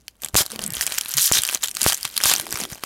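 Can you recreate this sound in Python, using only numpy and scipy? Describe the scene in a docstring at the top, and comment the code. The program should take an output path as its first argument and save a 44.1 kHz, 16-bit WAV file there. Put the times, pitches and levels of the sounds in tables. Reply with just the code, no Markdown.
"""Opening a foil pack of trading cards

The pack is picked at, pulled open and peeled back, close up in a quiet room. Every crease that buckles gives a
short click with its own colour: singly as snaps, scattered as crinkle, in fast runs as the seam rips. The pack
pops as it gives way, hands knock on the pack and the desk, fingers rub on the cards, and the loudest peaks
overload."""
import sys
import numpy as np
from scipy import signal
from scipy.fft import rfft, irfft, next_fast_len
from scipy.io import wavfile

SR = 44100
rng = np.random.default_rng(int(sys.argv[2]) if len(sys.argv) > 2 else 0)


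def inscribe(sig):
    """Save sig as 16-bit PCM at rate SR to the path in sys.argv[1].

    A 1-D sig is mono; a 2-D sig holds one channel per row.
    Samples are clipped to [-1, 1] before scaling.
    """
    pcm = np.round(np.clip(np.atleast_2d(sig).T, -1, 1) * 32767)
    wavfile.write(sys.argv[1], SR, pcm.astype(np.int16))


N = 125685
T = np.arange(N) / SR

# tone of the room rumble, rubbing skin, skin sliding on foil and a foil click (frequency [Hz], level [dB])
ROOM_EQ = [(20, -15), (55, 6.5), (90, -8), (300, -20), (1000, -53), (16000, -60)]
RUB_EQ = [(20, 17), (60, -2), (220, 2), (600, -5), (8000, -22.5)]
SLIDE_EQ = [(300, -22.5), (1600, -6), (4000, -9), (16000, -16.5)]
FOIL_EQ = [(40, -16), (150, -12), (400, -9.5), (800, -4), (1150, -3), (1600, -2.5), (2050, -2.5),
           (3300, 0.5), (5000, 1.5), (7000, 2.5), (10500, 2.5), (13500, 0.5), (16000, -12.5)]
# skin rubbing on the pack (time [s], level [dB])
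RUB_FADER = [(.28, -62), (.38, -53), (.47, -68), (.6, -36), (.80, -47.5), (.87, -45), (1.26, -64),
             (1.37, -31.5), (1.44, -59.5), (1.75, -49.5), (1.86, -39.5), (1.97, -54.5), (2.6, -46),
             (2.85, -58)]
# thumb drags as the seam is pulled (centre [s], half length [s], level [dB], resonance [Hz])
THUMB_DRAGS = [(.72, 0.061, -45.5, 1920), (0.965, 0.25, -49.5, 1570)]
# hands knocking on the pack and the desk (time [s], level [dB], pitch [Hz], attack [s])
FINGER_KNOCKS = [(.337, -20, 58, 0.0073), (0.514, -41.5, 220, 0.0247), (0.531, -33.5, 472, .003),
                 (0.591, -41, 207, 0.0064), (0.631, -32, 197.5, 0.0033), (.651, -32, 203, 0.0076),
                 (0.683, -31.5, 178.4, 0.005), (0.717, -33, 128, 0.0041), (0.759, -39, 61.3, 0.013),
                 (1.146, -36, 137, 0.015), (1.39, -29.5, 85, 0.0019), (1.823, -30.5, 232, 0.0017),
                 (2.048, -38.5, 127, 0.0042), (2.540, -29, 96, 0.0022), (2.618, -29, 226, 0.0028),
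                 (2.722, -28, 123.6, 0.0018)]
# grip while picking at the corner, pulling, spreading the seam and peeling back (time [s], level [dB])
GRIP_PICK = [(.18, -67.5), (.235, -37.5), (.285, -48), (.32, -60), (.36, -31), (.42, -34.5), (.485, -45.5),
             (.54, -32.5), (.58, -51), (.625, -30.5), (.69, -62), (.76, -30.5)]
GRIP_PULL = [(.85, -33.5), (.95, -27), (1.0, -38), (1.19, -30.5)]
GRIP_SPREAD = [(1.40, -29), (1.55, -26.5), (1.595, -46.5), (1.64, -24.5), (1.675, -34.5), (1.73, -48.5),
               (1.80, -28.5), (1.85, -20.5), (1.93, -24.5), (1.97, -40), (2.02, -35.5)]
GRIP_PEEL = [(2.11, -39.5), (2.22, -30.5), (2.26, -20.5), (2.395, -29.5), (2.485, -43.5), (2.52, -31.5),
             (2.63, -28.5), (2.67, -45.5), (2.722, -36), (2.80, -49.5), (2.84, -35.5)]
# low-shelf body that the cards and wrapper lend a click (time [s], gain [dB])
CLICK_BODY = [(.08, -13), (.24, 16), (.55, 13), (.85, 1.5), (1.25, -13.5), (1.55, 4), (1.7, -15.5),
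              (1.88, -6), (2.15, -8), (2.33, 8.5), (2.48, 10.5), (2.84, 11)]
# resonances of the stretched wrapper (frequency [Hz], width [Hz], gain [dB])
WRAPPER_MODES = [(1620, 380, -8), (3100, 200, -7)]
# the pack giving way (time [s], level [dB])
PACK_POPS = [(0.3446, -9.5), (0.354, 0.5), (0.4094, -8), (1.3156, -3), (1.8638, 4), (2.257, -8)]
# the seam ripping (time [s], length [s], level [dB], tilt [dB/octave], rib rate [1/s], flap pitch [Hz])
SEAM_RIPS = [(0.362, 0.015, -10.5, 4.5, 980, 6600), (0.379, 0.037, -14.5, 1.5, 780, 5130),
             (0.815, 0.016, -20.5, 5, 360, 5950), (1.169, 0.04, -16.5, 0.5, 496, 3900),
             (1.21, 0.064, -15, 3, 440, 5900), (1.272, 0.0249, -27, -1, 510, 4340),
             (1.336, 0.051, -15, -1.5, 580, 3750), (1.633, 0.0086, -22, -3, 500, 3120),
             (1.871, 0.028, -16, 0.5, 700, 4500), (2.048, 0.01, -27.5, -7, 980, 4860),
             (2.263, 0.023, -16, 4.5, 920, 3570), (2.288, 0.036, -17.5, -2, 630, 3430)]
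# single creases snapping (time [s], level [dB], ring pitch [Hz])
CREASE_SNAPS = [(0.0814, -27, 3360), (0.2203, -29.5, 12340), (.235, -26, 3700), (0.247, -18.5, 10800),
                (0.2605, -28, 3140), (0.2856, -30, 8100), (.3445, -20, 7000), (0.4192, -19.5, 4960),
                (.463, -23, 8300), (.518, -25, 6200), (0.5602, -26.5, 3765), (.592, -22.5, 2880),
                (0.6389, -20.5, 6950), (.6632, -19.5, 8130), (.677, -24.5, 8950), (0.7045, -25, 7630),
                (0.7224, -28, 12500), (0.7362, -22, 11500), (.7425, -29, 2730), (.752, -22.5, 10500),
                (.8103, -14.5, 6140), (0.866, -15, 11600), (0.9216, -22, 3900), (0.9811, -19.5, 3050),
                (0.9842, -12.5, 6240), (1.011, -18, 5750), (1.0589, -25, 2500), (1.0925, -24, 11100),
                (1.1148, -24, 7000), (1.1392, -18, 5940), (1.1822, -10.5, 4070), (1.3219, -9, 6900),
                (1.3316, -14, 5100), (1.4196, -18, 9550), (1.4352, -14.5, 8300), (1.451, -18, 5000),
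                (1.489, -17.5, 2600), (1.5474, -11.5, 6240), (1.6373, -15, 6700), (1.6439, -19.5, 3050),
                (1.674, -25, 7000), (1.684, -22.5, 2960), (1.713, -25, 5700), (1.751, -22.5, 4510),
                (1.7689, -19, 4460), (1.8163, -11, 6460), (1.8308, -13.5, 9600), (1.8403, -16, 8700),
                (1.923, -15, 2980), (1.9451, -16, 6940), (1.9751, -27.5, 7200), (2.0303, -20.5, 4660),
                (2.0518, -16, 3800), (2.1664, -17.5, 3780), (2.1773, -12.5, 4370), (2.237, -8.5, 5100),
                (2.2574, -12.5, 3560), (2.2972, -12, 6000), (2.314, -13, 3530), (2.3371, -9, 7500),
                (2.3622, -16.5, 5300), (2.398, -18, 4090), (2.4674, -27, 3030), (2.508, -26.5, 7800),
                (2.5256, -18, 5380), (2.5734, -25, 6500), (2.602, -21.5, 3800), (2.637, -22, 5400),
                (2.652, -25, 3400), (2.8369, -20.5, 2580)]

CREASE_HZ, CREASE_OCTAVES = 4960, 0.66  # centre and spread of the creases' pitches
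CLICK_WINDOW_S = .003  # a click's level is its energy spread over this time


def amp(db):
    """Decibels to gain."""
    return 10 ** (np.asarray(db) / 20)


def curve(rows, t):
    """Straight lines through (time, value) points."""
    return np.interp(t, *np.array(rows).T)


def eq_curve(points, size):
    """An EQ in dB on the bins of a transform."""
    hz, db = np.array(points).T
    return np.interp(np.log(np.fft.rfftfreq(size, 1 / SR) + 1), np.log(hz), db)


def noise(eq):
    """Coloured noise of rms 1."""
    size = next_fast_len(N)
    coloured = irfft(rfft(rng.standard_normal(size)) * amp(eq_curve(eq, size)), size)[:N]
    return coloured / coloured.std()


def ring(x, hz, width):
    """One resonance, gain 1 at its centre."""
    return signal.lfilter(*signal.iirpeak(hz, hz / width, fs=SR), x)


def room_tone():
    """The faint low rumble of a quiet room."""
    return amp(-60.5) * noise(ROOM_EQ)


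def reflections(x, t60_s, size=16384):
    """Diffuse reflections that arrive after 2 ms and fade away."""
    t = np.arange(size) / SR
    tail = rng.standard_normal(size) * np.exp(-np.log(1000) * t / t60_s) * (t > .002)
    return signal.fftconvolve(x, tail / np.linalg.norm(tail))[:N]


def friction(centre_s, half_length_s, db, hz, width_hz):
    """One rubbing stroke: resonant noise under a smooth, flat-topped swell."""
    rasp = ring(ring(rng.standard_normal(N), hz, width_hz), hz, 2 * width_hz)
    swell = np.exp(-((T - centre_s) / half_length_s) ** 4)
    return amp(db) * swell * rasp / rasp.std()


def card_rub():
    """The stack of cards rubs with a low hollow note as the wrapper is peeled off."""
    return friction(centre_s=2.527, half_length_s=0.18, db=-45.5, hz=327, width_hz=114)


def thumb_drags():
    """The thumb drags over the foil with a midrange rasp."""
    return sum(friction(*drag, width_hz=700) for drag in THUMB_DRAGS)


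def grip(t):
    """How hard the fingers work the foil, as a fader in dB."""
    return curve(GRIP_PICK + GRIP_PULL + GRIP_SPREAD + GRIP_PEEL, t)


def skin():
    """Skin hisses as it slides over the foil and rubs dully on the pack."""
    grip_db = grip(T)
    light_touch_db = 0.48 * np.minimum(grip_db + 36, 0)  # the hiss falls off faster under a light grip
    slide = amp(grip_db + light_touch_db - 9) * noise(SLIDE_EQ)
    return slide + amp(curve(RUB_FADER, T)) * noise(RUB_EQ)


def knocks():
    """Hands thud on the pack and the desk, each a soft push on a damped resonance."""
    out = np.zeros(N)
    for start, db, hz, attack in FINGER_KNOCKS:
        t = np.maximum(T - start, 0)
        envelope = t / attack * np.exp(np.maximum(1 - t / attack, -20))
        out += amp(db + 1.5) * envelope * np.sin(2 * np.pi * hz * t)
    return out


def pops(rise_s=0.00025, fall_s=0.00045, heave_hz=72.5, heave_s=0.0031):
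    """The taut pack gives way: pressure swings sharply over, inside a slower heave of the air."""
    out = np.zeros(N)
    for start, db in PACK_POPS:
        t = T - start
        swing = -np.sign(t) * np.exp(-np.minimum(abs(t) / np.where(t < 0, rise_s, fall_s), 20))
        heave = -np.sin(2 * np.pi * heave_hz * t) * np.exp(-np.minimum(abs(t) / heave_s, 20))
        out += amp(db - 3.5) * (swing + amp(-13) * heave)
    return out


def crease_colour(times, ring_hz, tilt, body_db, size, peak_db=8, q=7, ripple_db=4, bands=22):
    """Each crease's EQ in dB: foil tone, its own pitch, tilt, chance resonances and the pack's body."""
    hz = np.fft.rfftfreq(size, 1 / SR) + 1
    peak = peak_db / (1 + (q * np.log(hz / ring_hz[:, None])) ** 2)
    db_per_octave = tilt + 3.5 * np.log2(ring_hz / CREASE_HZ)  # a higher crease is brighter overall
    brightness = np.outer(db_per_octave, np.log2(np.clip(hz, 1300, 10000) / 4000))
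    band_position = np.sqrt(hz / hz[-1]) * (bands - 1)
    band_shapes = np.maximum(0, 1 - abs(band_position - np.arange(bands)[:, None]))
    ripple = ripple_db * rng.standard_normal((len(times), bands)) @ band_shapes
    body = np.outer(curve(CLICK_BODY, times) + body_db, 1 / (1 + (hz / 1000) ** 2))
    return eq_curve(FOIL_EQ, size) + peak + brightness + ripple + body


def clicks(times, db, ring_hz, tilt=0, body_db=0, crack_s=.0004, ring_s=.0013, size=512):
    """Creases buckle: first a crack, then the sheet rings briefly."""
    t = np.arange(size) / SR
    envelope = np.exp(-t / crack_s) + amp(-14) * np.exp(-t / ring_s)
    bursts = rng.standard_normal((len(times), size)) * envelope
    colour = crease_colour(times, ring_hz, tilt, body_db, size)
    # minimum-phase filtering keeps the attack sharp
    cepstrum = irfft(np.log(amp(colour))) * (1 + np.sign(np.fft.fftfreq(size)))
    waves = irfft(rfft(bursts) * np.exp(rfft(cepstrum)))
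    waves *= (amp(db) * np.sqrt(CLICK_WINDOW_S * SR / np.sum(waves ** 2, axis=1)))[:, None]
    places = np.maximum(times * SR, 0).astype(int)[:, None] + np.arange(size)
    return np.bincount(places.ravel(), waves.ravel(), N)[:N]


def click_run(start, length, per_s, jitter, spread_db):
    """Times, levels and pitches for an uneven run of mostly small clicks."""
    index = np.arange(max(int(length * per_s), 1))
    late, strength, pitch = rng.random((len(index), 3)).T
    times = start + (index + jitter * (2 * late - 1)) / per_s
    db = spread_db * strength ** 2
    db -= 10 * np.log10(np.mean(amp(db) ** 2) * per_s * CLICK_WINDOW_S)  # the run averages 0 dB
    return times, db, CREASE_HZ * 2 ** (CREASE_OCTAVES * np.sqrt(12) * (pitch - .5))


def crinkle(per_s):
    """Creases buckle at random, louder as the fingers grip harder."""
    times, db, hz = click_run(0, N / SR, per_s, jitter=1, spread_db=20)
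    return clicks(times, db + grip(times), hz)


def rips(release_s=0.0074):
    """The crimped seam parts rib by rib and rings the loose flap, then the run dies away."""
    out = np.zeros(N)
    for start, length, level_db, tilt, per_s, flap_hz in SEAM_RIPS:
        times, db, hz = click_run(start, length + 4 * release_s, per_s, jitter=.35, spread_db=7)
        fade_db = 20 * np.log10(np.e) * np.maximum(times - start - length, 0) / release_s
        rib_hz = np.sqrt(hz * CREASE_HZ)  # half the pitch spread of the crinkle
        ribs = clicks(times, db + level_db - fade_db - 2, rib_hz, tilt, body_db=-6)
        out += ribs + amp(-6.5) * ring(ribs, flap_hz, width=300)
    return out


def snaps(followers=3, flurry_s=0.0022):
    """Large creases flip one at a time, each setting off a flurry of smaller ones."""
    times, db, hz = np.array(CREASE_SNAPS).T
    delays = flurry_s * (np.arange(followers) + rng.random((len(times), followers))) / followers
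    flurry_times = (times[:, None] + delays).ravel()
    flurry_db = 1.48 * db - 4.5  # the flurry grows faster than the snap that sets it off
    flurry = clicks(flurry_times, np.repeat(flurry_db, followers), np.repeat(hz, followers))
    return amp(-0.5) * (clicks(times, db, hz) + flurry)


def scene():
    """Foil and hands over a desk, in a small room with a faint rumble."""
    foil = snaps() + rips() + amp(-1.5) * crinkle(per_s=260) + amp(-8) * crinkle(per_s=1100)
    foil = foil + sum(amp(db) * ring(foil, hz, width) for hz, width, db in WRAPPER_MODES)
    direct = foil + pops() + knocks() + skin() + thumb_drags() + card_rub()
    early = amp(-16.5) * reflections(foil, t60_s=.022)
    reverb = amp(-20) * reflections(direct, t60_s=0.1)
    return (direct + early + reverb + room_tone())[None]


def record(dry, low_cut_hz=51, ceiling=.85, high_cut_hz=15900):
    """The small microphone's chain thins the deepest bass, rounds off the peaks and cuts the top."""
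    thin = signal.sosfilt(signal.butter(2, low_cut_hz, "highpass", fs=SR, output="sos"), dry)
    rounded = thin / (1 + (thin / ceiling) ** 4) ** .25
    return signal.sosfilt(signal.ellip(10, .2, 80, high_cut_hz, fs=SR, output="sos"), rounded)


dry = scene()
out = record(dry)
inscribe(out)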